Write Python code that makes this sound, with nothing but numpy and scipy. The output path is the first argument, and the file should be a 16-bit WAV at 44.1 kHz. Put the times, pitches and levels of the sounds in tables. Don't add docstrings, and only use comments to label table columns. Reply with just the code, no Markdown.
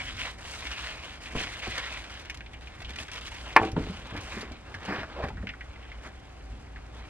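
import sys
import numpy as np
from scipy import signal
from scipy.fft import rfft, irfft
from scipy.io import wavfile
from scipy.ndimage import uniform_filter1d, minimum_filter1d

SR = 44100
rng = np.random.default_rng(int(sys.argv[2]) if len(sys.argv) > 2 else 0)


def persist_wave(psi):
    counts = np.round(np.clip(psi, -1, 1) * 32767).astype(np.int16)
    wavfile.write(sys.argv[1], SR, np.atleast_2d(counts).T)


N = 312669
TIME, BINS = np.arange(N) / SR, np.fft.rfftfreq(N, 1 / SR)
RING = TIME[:SR // 2]
HEAVY_GRAIN = dict(per_s=2000, spread_db=2, grain_share=.3, flutter_db=.6)


def amp(db):
    return 10 ** (np.asarray(db) / 20)


def unit(x):
    return x / np.sqrt(np.mean(x ** 2) + 1e-20)


def read(points, hz):
    f, value = np.transpose(points)
    return np.interp(np.log(hz + 1), np.log(f + 1), value)


def add(mix, s, sound):
    part = mix[..., max(round(s * SR), 0):][..., :sound.shape[-1]]
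    part += sound[..., :part.shape[-1]]


def colour(x, spectrum):
    return unit(irfft(rfft(x) * amp(read(spectrum, BINS)), N))


def band(x, hz, ratio, order=2):
    sos = signal.butter(order, [hz / ratio, hz * ratio], "band", fs=SR, output="sos")
    return signal.sosfilt(sos, x)


def wander(rate_hz):
    return unit(irfft(rfft(rng.standard_normal(N)) / (1 + (BINS / rate_hz) ** 2), N))


def fade(t60_s):
    return np.exp(-np.log(1000) * RING / t60_s)


def sine(hz):
    return np.sin(2 * np.pi * hz * RING)


def burst(hz, ratio, t60_s):
    shape = fade(t60_s)
    x = band(rng.standard_normal((2, len(RING))) * shape, hz, ratio, order=3)
    return x * np.linalg.norm(shape) / np.linalg.norm(x, axis=1, keepdims=True)


def friction(per_s, spread_db, grain_share, flutter_db):
    sizes = amp(spread_db * np.minimum(rng.exponential(1, N), 4))
    caught = rng.random(N) < per_s / SR
    grains = unit(sizes * rng.choice([-1, 1], (2, N)) * caught)
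    hiss = rng.standard_normal((2, N))
    mixed = np.sqrt(grain_share) * grains + np.sqrt(1 - grain_share) * hiss
    return mixed * amp(flutter_db * wander(49))


def gesture(start_s, length_s, attack_s, release_s):
    rise = np.clip((TIME - start_s) / attack_s, 0, 1)
    return rise * np.exp(-np.clip((TIME - start_s - length_s) / release_s, 0, 20))


def effort(rows, attack_s, release_s):
    powers = [(amp(db) * gesture(start, length, attack_s, release_s)) ** 2 for start, length, db in rows]
    return np.sqrt(sum(powers))


# frequency_hz, coherence (0-1)
NEAR_COHERENCE = [(70, 1), (250, 1), (1200, 0.98), (2500, 1), (4500, 0.64), (8000, 0.38), (14000, 0.9)]
# frequency_hz, lag_rad
PORT_PHASE = [(20, .01), (100, .05), (250, .13), (500, .26), (1000, .5), (2000, .98), (4000, 2.1),
              (6500, 2.8), (15000, 2.7)]


def ports(pair, coherence=NEAR_COHERENCE):
    right, other = rfft(pair)
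    same = read(coherence, BINS)
    left = (same * right + np.sqrt(1 - same ** 2) * other) * np.exp(-1j * read(PORT_PHASE, BINS))
    return irfft(np.array([left, right]), N)


# frequency_hz, t60_s
CABIN_DECAY = [(100, .35), (400, .36), (1000, .26), (3000, .14), (10000, .07)]


def cabin(x):
    hz, t, z = signal.stft(rng.standard_normal((2, SR // 2)), SR, nperseg=256)
    decay = amp(-60 * t / read(CABIN_DECAY, hz)[:, None])
    tail = signal.istft(z * decay, SR, nperseg=256)[1]
    tail[:, :SR // 200] = 0
    tail /= np.linalg.norm(tail[0])
    return ports(signal.fftconvolve(x[None], tail, axes=1)[:, :N])


# start_s, length_s, rub_db, fizz_re_rub_db, folds_re_rub_db, release_s (time constant)
STROKES = [(-.02, .13, -43, -8, -20, 0.065), (0.171, 0.089, -39, -7, -14, 0.043),
           (0.248, .06, -46, -8, -8, .012), (0.368, 0.068, -51.5, -5, 1, .05),
           (0.434, 0.17, -45, -4, -3.5, 0.045), (0.609, .13, -43.5, -8, -6, 0.052),
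           (0.762, .12, -41, -7, -7, 0.062), (.89, 0.15, -46.5, -10.5, 0.5, 0.048),
           (1.027, 0.14, -48, -10.5, -2, 0.023), (1.193, 0.14, -47.5, -6.5, -2, 0.03),
           (1.342, 0.023, -38, -10, 0, .05), (1.372, 0.052, -35, -9, -10, 0.044),
           (1.453, .15, -44.5, -8, -2.5, 0.044), (1.61, 0.19, -39.5, -10, -10, .04),
           (1.81, 0.067, -39.5, -14, -14, 0.038), (1.886, .1, -42, -8.5, -4, 0.041),
           (2, 0.22, -49.5, -9, -0.5, 0.039), (2.225, .16, -60.5, -18, 4, .04),
           (2.598, 0.63, -55, -10.5, -13, 0.066), (2.876, 0.022, -44, -16, 0, 0.023),
           (2.972, 0.048, -46, -3, 5, 0.025), (3.108, 0.075, -45, -10, -4, 0.031),
           (3.218, 0.065, -47.5, -9, -5, 0.024), (3.296, .12, -48, -6, -4, 0.047),
           (3.426, 0.17, -48.5, -9, 6, 0.046), (3.605, 0.071, -45, -9, -11, 0.027),
           (3.764, .23, -47.5, -9.5, 1.5, 0.063), (4.035, 0.16, -50, -14, 7, .05),
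           (4.203, .11, -46.5, -4, 2.5, .055), (4.297, .11, -48.5, -3.5, -15, 0.035),
           (4.436, 0.088, -54.5, -27, 4, 0.079), (4.65, 0.31, -55, -11, 10.5, .055),
           (4.811, .2, -47.5, -16, 5.5, .045), (5.068, 0.14, -52, -23, 9.5, 0.04),
           (5.217, .016, -44.5, -18, 10.5, 0.031), (5.634, 0.39, -60, -25, 5.5, .055),
           (6.009, .045, -53.5, -6, 5, .03), (6.302, 0.32, -66, -2, -12, .055),
           (6.924, .13, -57, -10, 8, .055)]
# rub_db, fizz_db, folds_db
RESTING_DB = (-63.5, -69, -53.5)


def stroke_gains(attack_s=0.022):
    shapes = np.array([gesture(start, length, attack_s, release)
                       for start, length, *_, release in STROKES])
    levels = amp([(rub, rub + fizz, rub + folds) for _, _, rub, fizz, folds, _ in STROKES])
    return np.sqrt(levels.T ** 2 @ shapes ** 2 + amp(RESTING_DB)[:, None] ** 2)


def drift(x, patch_db, patch_hz, patch_s):
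    hz, t, z = signal.stft(x, SR, nperseg=512)
    field = uniform_filter1d(rng.standard_normal(z.shape), max(round(patch_hz / hz[1]), 1), axis=-2)
    field = uniform_filter1d(field[0], max(round(patch_s / t[1]), 1), axis=-1)
    return signal.istft(z * amp(patch_db * unit(field)), SR, nperseg=512)[1][:, :N]


# (per Hz, relative)
RUB = [(290, -31), (500, -9), (693, -7.5), (915, -10), (1010, -3), (1150, -5.5), (1560, -2), (2210, 0.5),
       (2990, -0.5), (4000, -6.5), (9000, -30.5), (11700, -61), (19800, -120)]
# (per Hz, relative)
FIZZ = [(2500, -35), (4500, 0), (6000, -2), (9000, -6), (11500, -16.5), (14000, -18.5), (16000, -31)]
# (per Hz, relative)
FOLDS = [(50, -28), (130, 0.5), (300, 2), (700, 3.5), (1100, 4), (1700, 0.5), (3000, -57.5)]


def cloth(rub_gain, fizz_gain, fold_gain):
    grip = amp(0.5 * wander(27))
    weave = friction(per_s=700, spread_db=2.2, grain_share=.45, flutter_db=1.3)
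    rub = amp(2.0) * rub_gain * colour(weave, RUB)
    rub = drift(rub, patch_db=2.0, patch_hz=600, patch_s=0.055)
    fibres = friction(per_s=590, spread_db=5.5, grain_share=0.17, flutter_db=2.5)
    fizz = amp(-1.0) * fizz_gain * colour(fibres, FIZZ)
    folds = amp(-5.5) * fold_gain * colour(friction(**HEAVY_GRAIN), FOLDS)
    return ports(grip * (rub + fizz + folds))


def crease(db, length_s, crunch_db, snaps_per_s=350):
    run = rng.uniform(-0.96, 1, len(RING)) * (rng.random(len(RING)) < snaps_per_s / SR)
    run *= 2 * amp(-3.5) * (RING < length_s)
    run[0] = 1
    crack = burst(3450, 1.85, .022) + amp(-13.5) * burst(9200, 1.29, 0.027)
    snap = crack + amp(crunch_db) * burst(2220, 1.74, 0.036)
    return amp(db - 10.0) * signal.fftconvolve(run[None, :SR // 10], snap[:, :SR // 10], axes=1)


# start_s, level_db, crackle_length_s, crunch_re_crack_db
CREASES = [(.057, -41, .015, -6), (.165, -35.5, .01, -3), (0.6074, -32, .012, -5), (0.6526, -34, .02, 8.5),
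           (.7073, -32.5, .02, 4), (0.7622, -34.5, .035, 4.5), (1.046, -39, .015, -3),
           (1.107, -38, .008, -1), (1.258, -35, .012, 4.5), (1.394, -33.5, .008, -5),
           (1.521, -36.5, .012, 7), (1.57, -35, .01, 0), (1.742, -42, .012, 3), (1.78, -24.5, .003, 4),
           (1.8542, -33, .025, 2), (1.925, -34.5, .012, 0), (1.9755, -40, .014, -8),
           (2.041, -40.5, .008, 9.5), (2.098, -39, .01, 5), (2.14, -33, .012, -14), (2.197, -34, .003, -6),
           (2.25, -39.5, .008, 6), (2.2982, -27.5, .005, -8), (2.344, -32, .005, -1),
           (2.373, -31, .01, -14), (2.533, -40, .01, -10), (2.61, -40, .012, -3), (2.672, -48, .015, -5),
           (2.803, -42, .005, 8.5), (2.8185, -36.5, .008, 4), (2.8941, -33, .012, 2),
           (2.934, -44.5, .008, 10), (2.959, -32, .008, 3), (3.001, -29, .014, 1.5),
           (3.0253, -32, .008, -9), (3.0816, -36, .003, -1), (3.116, -26, .006, -17),
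           (3.134, -30, .008, -1), (3.155, -34, .015, 4.5), (3.1708, -36, .018, 3), (3.211, -34, .008, 3),
           (3.2645, -32.5, .008, -6), (3.2773, -34, .008, 0), (3.3226, -42, .006, 3),
           (3.3428, -37, .008, -7), (3.392, -39, .015, 2), (3.522, -43, .02, 7), (3.649, -33, .01, 1),
           (3.7164, -32, .004, -10), (4.0684, -40, .005, -10), (4.1644, -34.5, .012, 5),
           (4.207, -33, .008, -8), (4.409, -31, .012, 0.5), (4.519, -34.5, .005, -6),
           (4.744, -39, .008, -8), (4.851, -34, .008, -8), (5.242, -41, .008, -6), (5.2845, -39, .005, 5),
           (5.73, -52, .01, -8), (6.055, -44, .02, -3), (6.982, -54, .015, 10)]


def creases(rub_gain, small_count=50, small_spread_db=3):
    out = np.zeros((2, N))
    at = rng.integers(0, N, small_count)
    small_db = 20 * np.log10(rub_gain[at]) + small_spread_db * rng.standard_normal(small_count)
    for s, db in zip(at / SR, small_db):
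        add(out, s, crease(db, length_s=.005, crunch_db=-1))
    for s, *fold in CREASES:
        add(out, s, crease(*fold))
    return ports(out) + amp(-9.5) * cabin(out[0])


# start_s, level_db (before layer trims), pitch_hz, t60_s (of the clack)
TICKS = [(1.7773, -26, 1540, 0.03), (2.298, -28, 2220, 0.052), (2.4064, -32.5, 2040, 0.047),
         (2.462, -39, 2730, 0.058), (2.533, -42, 2320, 0.16), (2.6713, -39.5, 2430, 0.063),
         (2.846, -35, 2900, 0.085), (2.9855, -30, 2750, 0.06), (3.0817, -38, 1890, 0.11),
         (3.3177, -40, 2500, .092), (3.277, -43, 1900, 0.037), (4.167, -33.5, 1790, 0.035),
         (4.742, -31.5, 1690, 0.074), (5.031, -30.5, 1460, 0.073), (5.284, -35, 1890, 0.029),
         (5.3708, -40.5, 1487, 0.095), (5.426, -41, 1490, .05), (5.47, -29.5, 2150, 0.061),
         (5.49, -28, 2150, 0.056), (5.5, -38, 2000, 0.051), (5.5358, -37.5, 1650, 0.048),
         (5.6083, -33.5, 1920, 0.075), (5.758, -44, 2080, .06), (5.827, -46, 2660, 0.056),
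         (5.916, -38.5, 2060, 0.066), (6.049, -42, 1620, 0.085), (6.7598, -40.5, 1670, 0.07),
         (6.767, -43, 1550, 0.062)]
# level_re_clack_db, centre_hz, half_width_ratio, t60_s
CLICK_DB, CLICK_HZ, CLICK_RATIO, CLICK_T60_S = (-10, 1900, 2.3, .028)


def ticks(mode_db=-6.5, mode_t60_ratio=0.87):
    out = np.zeros((2, N))
    for s, db, hz, t60 in TICKS:
        clack = burst(hz, 1.31, t60) + amp(-9.5) * burst(hz, 1.84, t60)
        click = amp(CLICK_DB) * burst(CLICK_HZ, CLICK_RATIO, CLICK_T60_S)
        add(out, s, amp(db - 3.0) * (clack + click))
        add(out[0], s, amp(db + mode_db) * sine(hz) * fade(t60 * mode_t60_ratio))
    return ports(out) + amp(-16) * cabin(out[0])


# start_s, force_db (relative)
KNOCKS = [(3.5635, -2), (3.565, -3), (3.5663, 1), (3.5751, -9.5), (3.598, -30)]
# (per Hz, relative)
CRACK = [(60, -22), (150, -16), (300, 7), (650, -4), (930, 14), (1350, 0), (2250, 4), (3200, -18),
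         (5000, -40), (8000, -31), (12000, -28), (16000, -39)]
# pitch_hz, level_db, t60_s
WOOD = [(328, -24, .24), (436, -26.5, .17), (598, -25, .14), (706, -19, .07), (780, -21, .14),
        (886, -17, .09), (980, -14, .085), (1042, -16, .09), (1126, -12.5, .07), (1220, -19, .05),
        (1390, -23, .08), (1550, -20, .079), (1633, -19.5, .082), (1763, -11, .073), (1873, -23, .089),
        (2072, -14, .057), (2207, -24, .071), (2328, -15, .07), (2440, -17, .075), (2550, -24, .089),
        (2713, -25, .074)]
# frequency_hz, left_minus_right_db
KNOCK_BALANCE = [(300, 2.5), (550, -6), (1000, 1.2), (2000, -0.3), (4000, -3), (12000, -6)]


def knock(crack_db=16, rattle_db=-19, room_db=-26, left_lag_ms=0.036):
    log_gain = np.log(amp(read(CRACK, abs(np.fft.fftfreq(len(RING), 1 / SR)))))
    crack = np.fft.ifft(np.exp(np.conj(signal.hilbert(log_gain)))).real
    crack /= np.linalg.norm(crack)
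    out = np.zeros(N)
    for s, db in KNOCKS:
        add(out, s, amp(db + crack_db) * crack)
    ring = sum(amp(db) * sine(hz) * fade(t60) for hz, db, t60 in WOOD)
    ring *= 1 - fade(0.0042)
    rattle = amp(rattle_db) * burst(1370, 1.97, 0.09)[0]
    add(out, KNOCKS[0][0], ring + rattle)
    lag = np.exp(-2j * np.pi * BINS * left_lag_ms / 1000)
    left = irfft(rfft(out) * amp(read(KNOCK_BALANCE, BINS)) * lag, N)
    return np.array([left, out]) + amp(room_db) * cabin(out)


# (per Hz, relative)
CLATTER = [(100, -13), (250, -3), (330, -4), (520, -1), (780, 1), (1050, 5), (1300, -8), (1600, -7),
           (2400, -26), (3200, -31), (6000, -56)]


def clatter(level_db=-29.5, hold_s=0.048, attack_s=0.0096, release_s=0.031):
    contacts = friction(per_s=590, spread_db=4.5, grain_share=0.48, flutter_db=3.5)
    settling = gesture(KNOCKS[0][0], hold_s, attack_s, release_s)
    return amp(level_db) * ports(colour(contacts, CLATTER) * settling)


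# start_s, level_db (before layer gains), pitch_hz, t60_s (at the pitch)
THUDS = [(0.649, -42, 295, 0.052), (1.333, -33, 242, 0.033), (1.3507, -22.5, 436, 0.029),
         (1.353, -26, 130, 0.084), (1.362, -33, 245, 0.085), (1.411, -31, 198, 0.029), (1.44, -46, 89, .11),
         (1.667, -33, 750, 0.051), (1.673, -33, 356, 0.06), (1.68, -28.5, 102, 0.057),
         (1.782, -32, 476, 0.026), (2.816, -39, 676, 0.028), (3.318, -39, 910, 0.04),
         (3.61, -19, 108, 0.049), (3.615, -23.5, 225, 0.06), (3.623, -26, 440, 0.082),
         (3.631, -23.5, 773, 0.083), (3.652, -26, 330, 0.075), (3.68, -39, 575, 0.056),
         (3.731, -22, 111, 0.074), (3.7664, -18.5, 163.6, 0.11), (3.771, -26.5, 431, 0.075),
         (3.7647, -24.5, 917, 0.032), (3.776, -23.5, 287, 0.069), (3.809, -22, 80, 0.055),
         (3.868, -33, 420, 0.045), (3.897, -25.5, 173, 0.063), (4.125, -28, 112, 0.083),
         (4.149, -25, 287, 0.036), (4.176, -31.5, 74, 0.083), (4.368, -29.5, 208, 0.077),
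         (4.43, -25.5, 425, 0.02), (4.513, -28.5, 247, 0.037), (4.747, -35.5, 85, 0.1),
         (4.882, -24.5, 194, 0.089), (4.985, -25.5, 120, 0.039), (5.03, -34.5, 630, 0.054),
         (5.2385, -32.5, 785, 0.08), (5.238, -21.5, 141, 0.038), (5.287, -35, 398, 0.041),
         (5.302, -36, 870, 0.053), (5.378, -30.5, 118, 0.07), (5.402, -47, 73.5, 0.051),
         (5.432, -29.5, 199, 0.073)]
# pitch_multiple, level_db
PANEL = [(.63, -4), (1, 6), (1.47, -3.5), (2.15, -34), (3.2, -23)]
# start_s, level_db, pitch_hz, t60_s
PUFFS = [(1.356, -24, 36.5, 0.12), (2.839, -38, 60.5, 0.3), (3.761, -26, 53.7, 0.13)]


def thuds(rise_cycles=0.41):
    out = np.zeros((2, N))
    for s, db, hz, t60 in THUDS:
        boom = sum(amp(mode_db) * sine(hz * k) * fade(t60 / np.sqrt(k)) for k, mode_db in PANEL)
        blow = amp(db) * (1 - np.exp(-RING * hz / rise_cycles))
        add(out[0], s, 0.6 * blow * boom)
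        add(out, s, 0.33 * blow * burst(1.58 * hz, 2.04, t60))
    for s, db, hz, t60 in PUFFS:
        add(out[0], s, -amp(db) * sine(hz) * fade(t60))
    return ports(out) + amp(-13.5) * cabin(out[0])


# start_s, length_s, level_db
DRAGS = [(4.135, 0.033, -39.5), (4.32, 0.069, -41.5), (4.39, 0.063, -44.5), (4.8, 0.077, -46.5),
         (4.865, 0.1, -34), (4.96, 0.059, -38), (5.222, 0.017, -33.5), (6.035, 0.031, -43)]
# (per Hz, relative)
BEDDING = [(80, -21), (200, 2), (450, -4.5), (900, -6), (1300, -7.5), (1800, -2), (2500, -10.5),
           (3500, -33), (5000, -19.5), (6500, -43), (15000, -42)]


def drags():
    rasp = colour(friction(**HEAVY_GRAIN), BEDDING)
    return ports(rasp * effort(DRAGS, attack_s=0.025, release_s=0.021))


# start_s, length_s, level_db
GROANS = [(5.16, .11, -40.5), (5.181, 0.028, -33.5)]
# (per Hz, relative)
BED_RESONANCE = [(100, -21), (350, -6.5), (480, -0.5), (600, 4), (740, -7), (1000, -10), (1600, -22),
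                 (4000, -58)]


def groan():
    slips = friction(per_s=1800, spread_db=5.5, grain_share=0.29, flutter_db=1.0)
    return ports(colour(slips, BED_RESONANCE) * effort(GROANS, attack_s=0.0087, release_s=0.014))


# start_s, length_s, level_db
SHIFTS = [(-.05, 0.27, -46.5), (1.33, 0.071, -51), (2.74, 0.17, -47.5), (3.6, 0.25, -43), (4.1, 0.35, -52),
          (4.85, 0.19, -54), (5.2, 0.17, -41), (6.48, 0.056, -46)]
# (per Hz, relative)
FRAME = [(20, -18), (45, 5.5), (90, 3.5), (150, -13), (260, -6), (500, -41), (1200, -67.5)]


def shifting():
    load = colour(rng.standard_normal((2, N)), FRAME)
    return ports(load * effort(SHIFTS, attack_s=0.043, release_s=0.19))


# (per Hz, relative)
RUMBLE = [(15, -24), (30, -2), (50, -1.5), (80, -2), (120, -5.5), (180, -12.5), (290, -11), (450, -16),
          (750, -16.5), (1100, -25), (2200, -23.5), (4000, -33.5), (8500, -42), (12500, -55), (14000, -82)]
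# frequency_hz, coherence (0-1)
DIFFUSE_COHERENCE = [(60, 1), (100, 1), (160, 0.75), (280, 0.35), (500, 0.071), (1000, 0.17), (2500, 0.95),
                     (5000, 0.2), (14000, 0.64)]


def rumble(floor_db=-49, boom_db=-48, boom_hz=57, whine_db=-68, whine_hz=763):
    floor = amp(floor_db) * colour(rng.standard_normal((2, N)), RUMBLE)
    boom = amp(boom_db) * unit(band(rng.standard_normal((2, N)), boom_hz, 1.098))
    phase = 2 * np.pi * np.cumsum(whine_hz + 4 * wander(6.9)) / SR
    whine = amp(whine_db) * unit(np.sin(phase) * amp(2 * wander(1.0)))
    return ports(floor + boom + whine, DIFFUSE_COHERENCE)


def scene():
    rub, fizz, folds = stroke_gains()
    fabric = cloth(rub, fizz, folds) + creases(rub)
    hard = ticks() + knock() + clatter()
    body = thuds() + drags() + groan() + shifting()
    return fabric + hard + body + rumble()


def record(dry, edge_hz=15800):
    allowed = 1 / np.maximum(abs(dry), 1)
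    gain = uniform_filter1d(minimum_filter1d(allowed, size=3), size=3)
    lowpass = signal.firwin(511, edge_hz, window=("kaiser", 9), fs=SR)
    return signal.oaconvolve(dry * gain, lowpass[None], "same")


dry = scene()
out = record(dry)
persist_wave(out)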